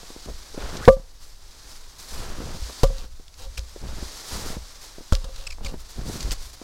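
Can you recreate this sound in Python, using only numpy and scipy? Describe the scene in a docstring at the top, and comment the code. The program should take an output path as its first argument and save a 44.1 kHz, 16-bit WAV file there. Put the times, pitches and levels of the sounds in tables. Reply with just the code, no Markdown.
"""Stacking a frozen log in deep snow

A man in winter clothes drops a short log on a small stack, then kicks the stack into line. The logs
ring hollow and thump the ground. His boots plough and pack the snow, and scrape and squeak on the bark;
trousers and sleeves swish. The snowy forest barely echoes. The loudest knock overloads the microphone."""
import sys
import numpy as np
from scipy import signal
from scipy.fft import rfft, irfft
from scipy.io import wavfile

SR = 44100
rng = np.random.default_rng(int(sys.argv[2]) if len(sys.argv) > 2 else 0)


def file_out(sig):
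    """Save sig as 16-bit WAV at sys.argv[1]."""
    # one column per channel
    cols = np.atleast_2d(sig).T
    # limit, then scale
    lim = np.clip(cols, -1, 1)
    pcm = np.round(lim * 32767).astype(np.int16)
    wavfile.write(sys.argv[1], SR, pcm)


N = 292383
TIME = np.arange(N) / SR

# logs bouncing on each other (below 250 Hz) and bending: freq_hz, base_db, base_t60_s
LOG_MODES = [(108.6, 3, 0.063), (162, 2, 0.027), (212, -6.5, 0.057), (479.6, 4, 0.048), (530, 1, 0.18),
             (554.8, -4, .15), (670, -6.5, 0.052), (745, -2.5, 0.035), (998, -5.5, 0.041),
             (1111, -7.5, 0.051), (1177, -14, 0.12), (1530, -19.5, .028), (1730, -30, 0.04),
             (1846, -21, 0.033), (2137, -22, 0.043), (2400, -26.5, 0.065), (2910, -27.5, 0.071),
             (2730, -18, .03), (3350, -22, .03), (3800, -14, .03)]
# bark crunch spectrum: freq_hz, density_db
BARK_SPECTRUM = [(200, -10.5), (700, -10.5), (1400, 3), (2000, -7), (3000, 1), (4500, 3), (7000, -2.5),
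                 (10000, -10.5), (15800, -16)]
# boot dragged over bark: start_s, length_s, ring_db, grit_db
SCRAPES = [(2.913, 0.17, -53.5, -48), (3.369, .11, -47, -47), (5.116, 0.064, -43.5, -39.5),
           (5.167, 0.16, -50, -62), (5.315, 0.16, -52.5, -46.5), (5.438, 0.09, -56, -52.5),
           (5.619, 0.11, -45.5, -44), (6.19, 0.23, -68, -52)]
# boot sinking into snow: start_s, length_s, pressure_db, loose_snow_db
STEPS = [(0.258, 0.052, -45.5, -57), (0.567, 0.28, -42, -41), (2.106, .24, -46, -43.5),
         (2.361, .2, -39, -46), (2.915, 0.12, -55.5, -56), (3.8, 0.23, -44, -48),
         (4.307, 0.23, -38.5, -41.5), (5.596, .16, -44.5, -55), (5.954, .36, -39.5, -48.5)]


def undb(db):
    """Decibels to gain."""
    return 10 ** (np.asarray(db) / 20)


def unit(x):
    """Scale to rms 1."""
    return x / np.sqrt(np.mean(x ** 2))


def add(out, start_s, x):
    """Mix x into out from start_s."""
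    i = max(int(start_s * SR), 0)
    out[i:i + len(x)] += x[:max(N - i, 0)]


def fade(t60_s, size=26000):
    """Decay of 60 dB in t60_s."""
    return np.exp(-np.log(1000) * TIME[:size] / t60_s)


def colour(x, spectrum, size=8192):
    """Minimum-phase filter of unit power through (freq_hz, density_db) points."""
    hz, db = np.transpose(spectrum)
    bins_hz = np.maximum(np.arange(size // 2 + 1) * SR / size, 1)
    gain = undb(np.interp(np.log(bins_hz), np.log(hz), db))
    cepstrum = irfft(np.log(gain))
    cepstrum[1:size // 2] *= 2
    cepstrum[size // 2 + 1:] = 0
    response = irfft(np.exp(rfft(cepstrum)))
    return signal.fftconvolve(x, response / np.linalg.norm(response))[:len(x)]


def wander(rate_hz):
    """Smooth random drift, spread near 1."""
    knots = rng.standard_normal(int(N / SR * rate_hz) + 2)
    return np.interp(TIME * rate_hz, np.arange(len(knots)), knots)


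def grains(per_s, spread_db):
    """Random tiny fractures, mostly weak; rms 1."""
    sizes = undb(spread_db * np.minimum(rng.exponential(size=N), 4))
    return unit((rng.random(N) < per_s / SR) * rng.choice([-1, 1], N) * sizes)


def ring(modes, t60_scale=1, mode_ratio=1, size=26000):
    """Free ring; mode k is weighted by mode_ratio ** k, so a negative ratio alternates polarity."""
    return sum(mode_ratio ** k * undb(db) * np.sin(2 * np.pi * hz * TIME[:size])
               * fade(t60_s * t60_scale, size) for k, (hz, db, t60_s) in enumerate(modes))


def push(x, contact_ms, size=2000):
    """Soften a ring by a force pulse lasting about contact_ms."""
    u = TIME[:size] * 4000 / contact_ms
    force = u * np.exp(-u)
    return signal.fftconvolve(x, force / force.sum())[:len(x)]


def swell(start_s, length_s, attack_s=0.019, release_s=0.04):
    """Attack, hold and release of a boot's weight, 0-1."""
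    held_s = max(length_s, attack_s)
    return np.interp(TIME - start_s, [0, attack_s, held_s, held_s + release_s], [0, 1, 1, 0])


def forest(x, echo_db=-43, t60_s=0.63, delay_s=0.054, hiss_db=-63):
    """Distant trunks scatter a very faint echo over a steady, soft hiss."""
    # freq_hz, density_db
    echo_spectrum = [(100, -14.5), (300, -12), (550, -7), (2000, -2), (8000, -6)]
    hiss_spectrum = [(200, -1), (2500, -15), (5000, -7.5), (10000, -12), (15800, -16)]
    response, tail = np.zeros(N), fade(t60_s)
    add(response, delay_s, tail * colour(rng.standard_normal(len(tail)), echo_spectrum))
    echo = signal.fftconvolve(x, response / np.linalg.norm(response))[:N]
    hiss = colour(rng.standard_normal(N), hiss_spectrum)
    return undb(echo_db) * echo + undb(hiss_db) * hiss


def rumble(step_db=-32, scrape_db=-36, rest_db=-44, shake_s=0.15):
    """Low rumble that swells when a boot loads the snow or the stack."""
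    # ground rumble: freq_hz, density_db
    spectrum = [(5, -3), (15, 9.5), (30, -1), (60, -4.5), (90, -16), (150, -26.5), (400, -63.5)]
    load = np.zeros(N)
    for rows, db in ((STEPS, step_db), (SCRAPES, scrape_db)):
        for start_s, length_s, *_ in rows:
            load = np.maximum(load, undb(db) * swell(start_s, length_s, release_s=shake_s))
    return colour(rng.standard_normal(N), spectrum) * np.hypot(load, undb(rest_db))


def clothes(crisp_hz=8000, flutter_db=1.3, peak_at=0.27):
    """Fibres rub and heavy fabric crumples dully as the man moves; quick swishes are crisper."""
    # briskness of movement: time_s, relative_db
    movement = [(0.0, -47.5), (0.5, -48.5), (0.76, -45), (0.94, -57), (1.2, -59), (1.62, -50.5),
                (2.03, -54), (2.16, -49), (2.69, -43.5), (2.86, -45), (3.05, -58), (3.32, -58.5),
                (3.51, -53), (3.84, -50.5), (4.06, -44), (4.38, -44), (4.54, -48), (5.15, -51.5),
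                (5.28, -52), (5.63, -56), (5.96, -50), (6.26, -43), (6.5, -53), (6.63, -51)]
    # sleeve or trouser strokes: start_s, length_s, relative_db
    swishes = [(.81, 0.15, -41.5), (1.198, 0.13, -50.5), (1.662, .16, -49.5), (1.981, 0.069, -43),
               (2.022, 0.32, -43.5), (2.676, 0.071, -47), (3.37, .09, -49.5), (4.11, 0.19, -45.5),
               (4.262, 0.23, -37.5), (4.453, 0.12, -40.5), (4.81, 0.085, -44), (5.792, .05, -48.5),
               (5.885, .045, -45), (6.048, 0.2, -42.5), (6.315, .027, -33), (6.395, 0.13, -45.5),
               (6.528, 0.031, -45)]
    # rubbing fibres, crumpling fabric: freq_hz, density_db
    rub_spectrum = [(400, -26), (1000, -5.5), (2000, -8.5), (2800, -10.5), (3800, -3.5), (4800, -1.5),
                    (6000, -3.5), (7500, -7), (9500, -11.5), (12500, -15.5), (15800, -22)]
    crumple_spectrum = [(100, -1.5), (250, 2.5), (450, 3), (800, 1), (1400, -4.5), (2200, -9.5),
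                        (3200, -13.5), (8000, -38)]
    rustle = undb(np.interp(TIME, *np.transpose(movement)) + 2)
    swish = sum(undb(db) * np.sqrt(np.interp((TIME - start_s) / length_s, [0, peak_at, 1], [0, 1, 0]))
                for start_s, length_s, db in swishes)
    fibres = colour(unit(rng.standard_normal(N) + 0.8 * grains(3000, 2.2)), rub_spectrum)
    treble = signal.sosfiltfilt(signal.butter(2, crisp_hz, "high", fs=SR, output="sos"), fibres)
    rub = (fibres - treble) * np.hypot(rustle, swish)
    rub += treble * np.hypot(undb(-2) * rustle, undb(3) * swish)
    crumple = colour(grains(3500, 2.2), crumple_spectrum) * np.hypot(undb(-9) * rustle, undb(-11) * swish)
    return rub * undb(flutter_db * wander(70)) + crumple


def sleeve_zip(start_s=0.815, end_s=0.868, from_hz=1050, to_hz=2250, level_db=-36, jitter=0.11):
    """Ribbed cloth rubs ever faster as the log swings down: a short rising zip."""
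    progress = np.clip((TIME - start_s) / (end_s - start_s), 0, 1)
    rib_hz = (from_hz + (to_hz - from_hz) * progress) * (1 + jitter * wander(1100))
    envelope = np.sqrt(np.abs(np.sin(np.pi * progress)))
    return undb(level_db) * envelope * np.sin(2 * np.pi * np.cumsum(rib_hz) / SR)


def steps(lead_s=0.03, plough_s=0.07, flutter_db=1.6):
    """Each boot ploughs loose snow aside, then deeper snow packs in small collapses."""
    # loose and packing snow: freq_hz, density_db
    powder_spectrum = [(100, -9), (250, -2.5), (450, 4), (800, 1), (1400, 0), (2200, -7.5), (3200, -8),
                       (8000, -23), (15000, -44)]
    packing_spectrum = [(40, -15.5), (90, 3), (170, 0), (260, -3.5), (450, -11), (800, -20.5),
                        (2000, -44.5)]
    pressure, loose = np.zeros(N), np.zeros(N)
    for start_s, length_s, pressure_db, loose_db in STEPS:
        pressure = np.maximum(pressure, undb(pressure_db) * swell(start_s, length_s))
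        plough = swell(start_s - lead_s, length_s + lead_s, attack_s=plough_s)
        loose = np.maximum(loose, undb(loose_db) * plough)
    powder = colour(grains(3500, 2.6), powder_spectrum) * loose * undb(flutter_db * wander(60))
    packing = colour(grains(300, 4.5), packing_spectrum) * pressure * undb(-0.5)
    return powder + packing


def small_pops(per_step=3, above_db=4, scatter_db=3.5, pitch_hz=450, spread_octaves=0.5):
    """Random lesser pops, louder under more pressure: start_s, level_db, pitch_hz."""
    draws = rng.uniform(-0.91, 1, (len(STEPS), per_step, 3))
    return [(start_s + length_s * (when + 1) / 2,
             pressure_db + above_db + scatter_db * size,
             pitch_hz * 2 ** (spread_octaves * pitch))
            for (start_s, length_s, pressure_db, _), pops in zip(STEPS, draws)
            for when, size, pitch in pops]


def crumps(rise_cycles=0.35, settle_db=-10, settle_t60_s=0.06, size=3000):
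    """A snow layer collapses with one dull pop, then crackles as it settles."""
    # packed snow giving way: start_s, level_db, pitch_hz
    loud_pops = [(.032, -33, 660), (.103, -31.5, 400), (0.163, -32, 330), (0.26, -34, 248),
                 (.276, -38, 396), (.286, -26, 410), (0.544, -29, 450), (.577, -22, 318),
                 (.626, -31.5, 800), (.692, -32.5, 510), (.740, -26, 302), (.752, -24, 200),
                 (0.967, -30, 159), (0.995, -38, 140), (2.403, -25, 304), (2.418, -29, 400),
                 (2.545, -28.5, 180), (2.695, -25.5, 367), (3.041, -40, 198), (3.197, -36, 297),
                 (3.761, -28, 423), (3.826, -38, 300), (4.026, -27.5, 255), (4.567, -25.5, 174),
                 (4.983, -29, 326), (5.007, -33, 283), (5.288, -36, 450), (5.584, -34, 905),
                 (5.609, -34.5, 710), (5.741, -30.5, 282), (5.991, -26.5, 169), (6.097, -28.5, 330),
                 (6.615, -30.5, 318)]
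    # freq_hz, density_db
    settle_spectrum = [(60, -14), (200, -2), (500, 0.5), (900, -7.5), (1600, -20), (4000, -42.5)]
    pops, settling = np.zeros(N), np.zeros(N)
    for start_s, db, pitch_hz in loud_pops + small_pops():
        cycles = pitch_hz * TIME[:size]
        rise = cycles / rise_cycles
        add(pops, start_s, undb(db) * np.sin(2 * np.pi * cycles) * rise * np.exp(1 - rise))
        add(settling, start_s, undb(db + settle_db) * fade(settle_t60_s))
    return pops + colour(settling * grains(1500, 1.4), settle_spectrum)


def footfalls():
    """The snow pack thuds softly as each boot takes the weight."""
    # weight landing: start_s, gain_db
    landings = [(0.294, -28), (2.619, -17), (3.462, -26.5), (3.586, -17), (3.836, -25), (3.885, -22),
                (4.02, -22), (4.325, -26), (4.572, -26), (5.984, -22.5), (6.244, -15.5)]
    # snow pack: freq_hz, level_db, base_t60_s
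    snow_modes = [(56.4, -1.5, 0.29), (79, -6, 0.17)]
    out = np.zeros(N)
    thud = push(ring(snow_modes, t60_scale=0.99), contact_ms=10)
    for start_s, db in landings:
        add(out, start_s, undb(db) * thud)
    return out


def snaps(splinter_db=-9):
    """Frozen bark and ice crust crack: one sharp release, then brief splintering."""
    # brittle cracks: start_s, impulse_db, splinter_t60_s
    fractures = [(.769, -21, 0.04), (0.854, -11.5, .003), (2.983, -23.5, 0.008), (3.281, -31.5, .013),
                 (3.341, -34.5, .017), (3.5932, -21.5, 0.0029), (5.133, -7, .003), (5.1521, -8.5, .0025),
                 (5.36, -29, .035), (5.648, -20, 0.014), (6.206, -19.5, 0.034), (6.228, -23.5, .037),
                 (6.309, -16, .022), (6.316, -16.5, 0.02)]
    # cracking ice: freq_hz, density_db
    ice_spectrum = [(500, -18), (1800, -8), (3000, -1.5), (4500, 4.5), (7000, -0.5), (10000, -17.5),
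                    (15800, -24.5)]
    cracks, splinters = np.zeros(N), np.zeros(N)
    for start_s, db, t60_s in fractures:
        add(cracks, start_s, undb([db]))
        add(splinters, start_s, undb(db + splinter_db) * fade(t60_s))
    return colour(cracks + splinters * rng.standard_normal(N), ice_spectrum)


def squeaks(fall=0.16, jitter=0.085, rasp=0.47):
    """The sole sticks and slips at an uneven, falling rate, with a rasp of ice crystals."""
    # rubber on bark: start_s, length_s, pitch_hz, level_db
    slips = [(3.572, 0.013, 2524, -34), (5.466, 0.013, 2500, -30), (5.502, 0.013, 2470, -35.5),
             (5.517, 0.018, 2380, -40), (5.657, 0.017, 2400, -33.5)]
    out, wobble = np.zeros(N), wander(1500)
    grit = colour(grains(6800, 2.5), BARK_SPECTRUM)
    for start_s, length_s, pitch_hz, db in slips:
        progress = np.linspace(0, 1, int(length_s * SR))
        span = int(start_s * SR) + np.arange(len(progress))
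        slip_hz = pitch_hz * (1 + fall * (0.5 - progress) + jitter * wobble[span])
        phase = 2 * np.pi * np.cumsum(slip_hz) / SR
        tone = np.sin(phase) + 0.93 * np.sin(2 * phase) + 0.53 * np.sin(3 * phase)
        add(out, start_s, undb(db) * np.sin(np.pi * progress) * (tone + rasp * grit[span]))
    return out


def scrapes():
    """The tread catches on bark ridges: tiny blows that crackle and keep the log humming."""
    drive, grit = np.zeros(N), np.zeros(N)
    catches = grains(1500, 2.7)
    for start_s, length_s, ring_db, grit_db in SCRAPES:
        stroke = np.sin(np.linspace(0, np.pi, int(length_s * SR)))
        add(drive, start_s, undb(ring_db) * stroke)
        add(grit, start_s, undb(grit_db) * stroke)
    # each catch pulls and lets go, favouring the upper modes
    body = np.diff(push(ring(LOG_MODES, t60_scale=0.68, mode_ratio=-1.05), contact_ms=0.42))
    hum = signal.fftconvolve(drive * catches, body / np.linalg.norm(body))[:N]
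    return hum + colour(grit * catches, BARK_SPECTRUM)


def log_knocks(bark_t60_s=0.047, settle_s=0.125):
    """Each blow rings the wood, rocks the stack and crushes bark; a kick adds the boot's thud."""
    # blows: start_s, ring_db, contact_ms, t60_scale, thump_db, bark_db, boot_db
    knocks = [(.8770, -1.5, 0.43, 1.18, -14.5, -39, -57), (0.8814, -8, 0.18, 0.98, -41, -31, -62),
              (2.8331, -10.5, 0.39, 0.61, -11, -22, -20), (2.8400, -26, 0.22, 1.37, -24, -34, -40),
              (2.898, -35, 1, 2, -50, -60, -38), (3.464, -53.5, 0.92, 0.75, -34.5, -62, -48),
              (3.578, -48, .13, 1.5, -38, -28.5, -50), (5.1236, -26.5, 0.2, 0.55, -13.5, -27, -6.5),
              (5.243, -46.5, 0.4, 1.4, -29.5, -36.5, -44), (5.649, -52, 0.31, 1.3, -27, -34, -47),
              (6.250, -44, 1, 1., -22.5, -57, -44), (6.317, -43.5, 0.34, 0.6, -41, -28, -27)]
    # stack rocking on its snow bed: freq_hz, level_db, t60_s
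    bed_modes = [(32.23, 2.5, 0.35), (65.8, -4, 0.17), (141, -18, 0.12)]
    # stiff rubber boot, heel thud to sole slap: freq_hz, level_db, base_t60_s
    boot_modes = [(79.7, -1, 0.08), (178, -10.5, 0.046), (255, -13.5, 0.029), (618, -16, 0.063),
                  (870, -24, 0.058), (1122, -11, 0.036), (1331, -12.5, 0.052), (1450, -14.5, 0.04)]
    impacts, bark = np.zeros(N), np.zeros(N)
    thump = push(ring(bed_modes), contact_ms=0.88)
    boot = push(ring(boot_modes, t60_scale=0.91), contact_ms=0.48)
    for start_s, ring_db, contact_ms, t60_scale, thump_db, bark_db, boot_db in knocks:
        wood = push(ring(LOG_MODES, t60_scale, mode_ratio=-1.03), contact_ms)
        wood *= np.exp(-(TIME[:len(wood)] / settle_s) ** 2)  # bedding down chokes the ring
        add(impacts, start_s, -undb(ring_db) * wood - undb(thump_db) * thump - undb(boot_db) * boot)
        add(bark, start_s, undb(bark_db) * fade(bark_t60_s))
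    return impacts + colour(bark * grains(9000, 1.17), BARK_SPECTRUM)


def scene():
    """Close sources in still, open air; mono."""
    near = (log_knocks() + scrapes() + footfalls() + steps() + crumps() + snaps() + squeaks()
            + sleeve_zip() + clothes() + rumble())
    return (near + forest(near))[None]


def record(dry):
    """The microphone clips at full scale; a steep low-pass cuts the top."""
    top_hz = 15800
    lowpass = signal.ellip(10, 0.1, 80, top_hz, fs=SR, output="sos")
    return signal.sosfilt(lowpass, np.clip(dry, -1, 1))


dry = scene()
out = record(dry)
file_out(out)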